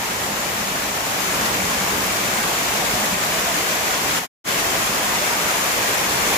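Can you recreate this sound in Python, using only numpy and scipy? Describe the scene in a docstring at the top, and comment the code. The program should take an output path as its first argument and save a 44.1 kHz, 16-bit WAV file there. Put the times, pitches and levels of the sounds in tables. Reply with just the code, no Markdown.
"""Storm runoff down outdoor steps

Water tumbles down a flight of steps, close to two microphones. Foam rushes, swarms of bubbles ring,
spray ticks, heavy sheets slosh, and pockets of trapped air gurgle and glug under the falling water.
A little after four seconds the sound is faded out to silence and straight back in."""
import sys
import numpy as np
from scipy import signal
from scipy.fft import rfft, irfft
from scipy.io import wavfile

SR = 44100
rng = np.random.default_rng(int(sys.argv[2]) if len(sys.argv) > 2 else 0)


def persist_wave(psi):
    """Save psi, clipped to +-1, as 16-bit WAV."""
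    counts = np.round(np.clip(psi, -1, 1) * 32767).astype(np.int16)
    wavfile.write(sys.argv[1], SR, np.atleast_2d(counts).T)


N = 281215

# Stereo image of the rush; only long waves reach both sides alike (frequency [Hz], likeness [-1..1])
STEREO_LIKENESS = [(40, 0.96), (210, 0.99), (520, 0.66), (660, 0.49), (880, 0.0037), (1080, 0.41),
                   (1380, -0.44), (2250, 0.26), (2900, -0.072), (4000, 0.0076)]
# Tone of the cascade (frequency [Hz], left gain [dB], right gain [dB])
CASCADE_EQ = [(22, -20.5, -27.5), (54, -6.5, -5.5), (110, -6, -5), (296, -3, -2.5), (800, -0.4, 1),
              (1110, -0.4, -0.9), (2220, -1.7, -5.5), (4010, -9, -9.5), (4940, -9, -10.0), (7220, -7, -8.5),
              (8460, -14, -17), (11100, -13.5, -12.5), (15300, -15.5, -16.5)]
# Resonant air spaces between the steps and the falling sheets (centre [Hz], width [Hz], boost [dB])
AIR_SPACES = [(201, 49, 4), (686, 100, 0.3)]
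# Strength of the cascade: builds after a second, holds, swells at the end (time [s], level [dB])
FLOW_LEVEL = [(0, -28.5), (1.0, -27.5), (1.35, -25.6), (3.07, -25), (3.16, -26), (3.26, -24.9), (4.08, -25),
              (4.17, -23.2), (4.5, -24.5), (6.0, -24.5), (6.37, -22.5)]
# Heavy water, thinning towards the top steps; trims on top of the flow
# (time [s], pounding on the treads [dB], churning [dB])
WATER_WEIGHT = [(0, -8.5, -2), (1.75, -7.5, -2.5), (2.45, -10, -2.5), (2.95, -9, -2.5), (3.6, -11, -3.5),
                (6.37, -11, -2.9)]
# Heavier sheets that slap down on a step (time [s], swell [dB])
SLOSH_SWELLS = [(0.25, 2.2), (1.46, 1.5), (3.03, 1.5), (4.8, 1.0)]
# Spells in which an air space keeps gurgling (start [s], end [s], pitch [Hz], relative level [dB])
GURGLE_SPELLS = [(1.4, 3.4, 200, -34), (2.0, 4.2, 699, -30.5), (4.6, 5.6, 691.4, -30.5),
                 (4.899, 5.6, 1045, -29)]
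# The largest pockets of trapped air (time [s], pitch [Hz], relative level [dB])
BIG_POCKETS = [(1.454, 218.5, -25), (1.803, 188, -23), (2.148, 674, -26), (2.801, 734, -24.5),
               (3.108, 184, -23.5), (3.332, 643, -22), (3.462, 684, -22.5), (3.884, 760, -22.5),
               (5.487, 650, -27), (6.293, 820, -24)]
# One quick fade out and back in (time [s], gain [0..1])
FADER_MOVE = [(4.18, 1), (4.2, .5), (4.245, .42), (4.268, .03), (4.28, 0), (4.441, 0), (4.465, .42),
              (4.487, 1)]

MIC_GAP_S = .0005  # time that sound takes from one microphone to the other
RIGHT_LEAD_RAD, LEAD_KNEE_HZ = .42, 420  # most water falls on the right, so that side leads in phase


def gain_of(db):
    """Decibels to amplitude."""
    return 10 ** (np.asarray(db) / 20)


def unit_rms(x):
    """Scales a signal to rms 1."""
    return x / np.sqrt(np.mean(x ** 2) + 1e-20)


def envelope(rows, column):
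    """One column of a timed table, drawn out to every sample."""
    rows = np.array(rows)
    return np.interp(np.arange(N) / SR, rows[:, 0], rows[:, column])


def at_frequency(rows, hz, column):
    """One column of a spectrum table, on a log-frequency axis."""
    rows = np.array(rows)
    return np.interp(np.log(hz + 1), np.log(rows[:, 0]), rows[:, column])


def wander(shape, *spans):
    """Smooth random drift of rms 1, with a smoothing span for each axis."""
    x = rng.standard_normal(shape)
    for axis, span in enumerate(spans):
        blur = np.exp(-(np.pi * np.fft.rfftfreq(shape[axis]) * span) ** 2 / 2)
        x = irfft(rfft(x.swapaxes(axis, -1)) * blur, shape[axis]).swapaxes(axis, -1)
    return unit_rms(x)


def scatter(seconds, sounds, side, pan_db):
    """Places short sounds (rows) in time; side -1..1 pans each by arrival time and by level."""
    out = []
    for mic in (-1, 1):
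        start = np.round((seconds + mic * side * MIC_GAP_S / 2) * SR).astype(int)
        at = np.maximum(start, 0)[:, None] + np.arange(sounds.shape[1])
        heard = sounds * gain_of(mic * -side * pan_db)[:, None]
        out.append(np.bincount(at.ravel(), heard.ravel(), N)[:N])
    return np.array(out)


def rush(patch_db, patch_s, patch_hz):
    """A wide bed of countless tiny splashes; clouds of bubbles swell in patches of time and pitch."""
    frames, hz = N // 256 + 5, np.fft.rfftfreq(1024, 1 / SR)
    noise = rng.standard_normal((4, frames, len(hz)))
    left, unrelated = noise[::2] + 1j * noise[1::2]
    likeness = np.clip(at_frequency(STEREO_LIKENESS, hz, column=1), -.99, .99)
    right = likeness * left + np.sqrt(1 - likeness ** 2) * unrelated
    right *= np.exp(1j * RIGHT_LEAD_RAD * np.tanh(hz / LEAD_KNEE_HZ))
    clouds = gain_of(patch_db * wander(left.shape, patch_s * SR / 256, patch_hz / hz[1]))
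    spectra = np.array([left, right]) * clouds
    _, bed = signal.istft(spectra.swapaxes(1, 2), nperseg=1024, noverlap=768)
    return unit_rms(bed[:, :N])


def bubbles(low_hz, high_hz, cycles, rise, spread_db, count):
    """Each bubble rings briefly and bends up in pitch as it nears the surface."""
    when, pitch, size, side, sustain = rng.random((count, 5)).T
    hz = low_hz * (high_hz / low_hz) ** pitch
    turns = hz[:, None] * np.arange(900) / SR
    age = turns / (cycles * (.5 + sustain))[:, None]  # in decay times
    bend = 1 + rise * np.minimum(age, 5) / 2
    rings = np.sin(2 * np.pi * turns * bend) * np.exp(-age) * np.linspace(1, 0, 900)
    strength = gain_of(spread_db * np.minimum(-np.log(1 - size), 4)) * hz ** 0.53
    return unit_rms(scatter(when * N / SR, rings * strength[:, None], 2 * side - 1, pan_db=4.0))


def spray(decay_s, spread_db, count):
    """Flung drops burst on foam and stone, each a tiny sharp tick."""
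    when, size, side = rng.random((count, 3)).T
    ticks = rng.standard_normal((count, 96)) * np.exp(-np.arange(96) / SR / decay_s)
    ticks = signal.lfilter([1, -1], [1, -.6], ticks)  # small drops carry no bass
    strength = gain_of(spread_db * np.minimum(-np.log(1 - size), 5))  # many soft, a few loud
    return unit_rms(scatter(when * N / SR, ticks * strength[:, None], 2 * side - 1, pan_db=6.5))


def cascade(water, pounding_db, churn_db, splash_db):
    """Splits the water into low pounding, mid churn and bright splash, all riding the flow."""
    hz = np.fft.rfftfreq(N, 1 / SR)
    hollows_db = sum(db / (1 + (2 * (hz - centre) / width) ** 2) for centre, width, db in AIR_SPACES)
    eq_db = np.array([at_frequency(CASCADE_EQ, hz, column) for column in (1, 2)])
    low_cut = hz / np.hypot(hz, 20)
    spectrum = rfft(water) * gain_of(eq_db + hollows_db) * low_cut
    lows, lows_and_mids = (1 / (1 + (hz / edge_hz) ** 8) for edge_hz in (280, 1300))
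    slosh_db = sloshing(half_length_s=.035)
    low_db = envelope(WATER_WEIGHT, column=1) + pounding_db + surging(depth_db=0.7, span_s=0.08)
    mid_db = envelope(WATER_WEIGHT, column=2) + churn_db + slosh_db
    high_db = splash_db + .6 * slosh_db + surging(depth_db=0.38, span_s=0.016)
    out = np.zeros((2, N))
    for band, level_db in [(lows, low_db), (lows_and_mids - lows, mid_db), (1 - lows_and_mids, high_db)]:
        layer = irfft(spectrum * band, N)
        out += layer / layer.mean(0).std() * gain_of(level_db)
    return out * gain_of(envelope(FLOW_LEVEL, column=1) + surging(depth_db=0.15, span_s=0.05))


def surging(depth_db, span_s):
    """Random swings of level, in dB, as the water comes in uneven sheets."""
    return depth_db * wander((N,), span_s * SR)


def sloshing(half_length_s):
    """Each heavy sheet landing on a step gives a short, smooth swell of level, in dB."""
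    t = np.arange(N) / SR
    return sum(db * np.exp(-((t - s) / half_length_s) ** 2) for s, db in SLOSH_SWELLS)


def gurgles(per_s, pitch_spread):
    """Cues for small, irregular pockets pitched near their air space (time [s], pitch [Hz], level [dB])."""
    cues = []
    for start, end, hz, db in GURGLE_SPELLS:
        jitter, detune = rng.random((64, 2)).T
        times = start + (np.arange(64) + jitter) / per_s
        pitches = hz * (1 + pitch_spread * (2 * detune - 1))
        cues += [(at, pitch, db) for at, pitch in zip(times, pitches) if at < end]
    return cues


def glugs(pockets, swell_s, rise):
    """Each air pocket swells into a short hollow note, slightly rising."""
    onsets, hz, db = np.transpose(pockets)
    t = np.arange(SR // 6) / SR
    age = t / swell_s
    bend = 1 + rise * (age / 2 - 1)
    swell = age ** 2 * np.exp(2 * (1 - age))
    notes = np.sin(2 * np.pi * hz[:, None] * t * bend) * swell
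    return scatter(onsets, notes * gain_of(db)[:, None], rng.uniform(-.4, 0.43, len(onsets)), pan_db=0.0)


def scene():
    """Rush, bubbles and spray blend into the cascade; gurgles and glugs poke through it."""
    water = rush(patch_db=0.94, patch_s=0.044, patch_hz=97)
    fizz = bubbles(low_hz=597.0, high_hz=4500, cycles=11.7, rise=0.014, spread_db=2.0, count=3000)
    water += gain_of(-17) * fizz
    water += gain_of(-7) * spray(decay_s=0.00032, spread_db=1.5, count=14000)
    stream = cascade(water, pounding_db=-1.1, churn_db=-0.8, splash_db=0.37)
    pockets = BIG_POCKETS + gurgles(per_s=14, pitch_spread=0.139)
    return stream + gain_of(-2.0) * glugs(pockets, swell_s=0.02, rise=0.022)


def record(dry):
    """The fader dips to silence once, and a steep high cut trims the very top."""
    faded = dry * envelope(FADER_MOVE, column=1)
    high_cut = signal.firwin(801, cutoff=15520, window=("kaiser", 9), fs=SR)
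    return signal.oaconvolve(faded, high_cut[None], "same")


dry = scene()
out = record(dry)
persist_wave(out)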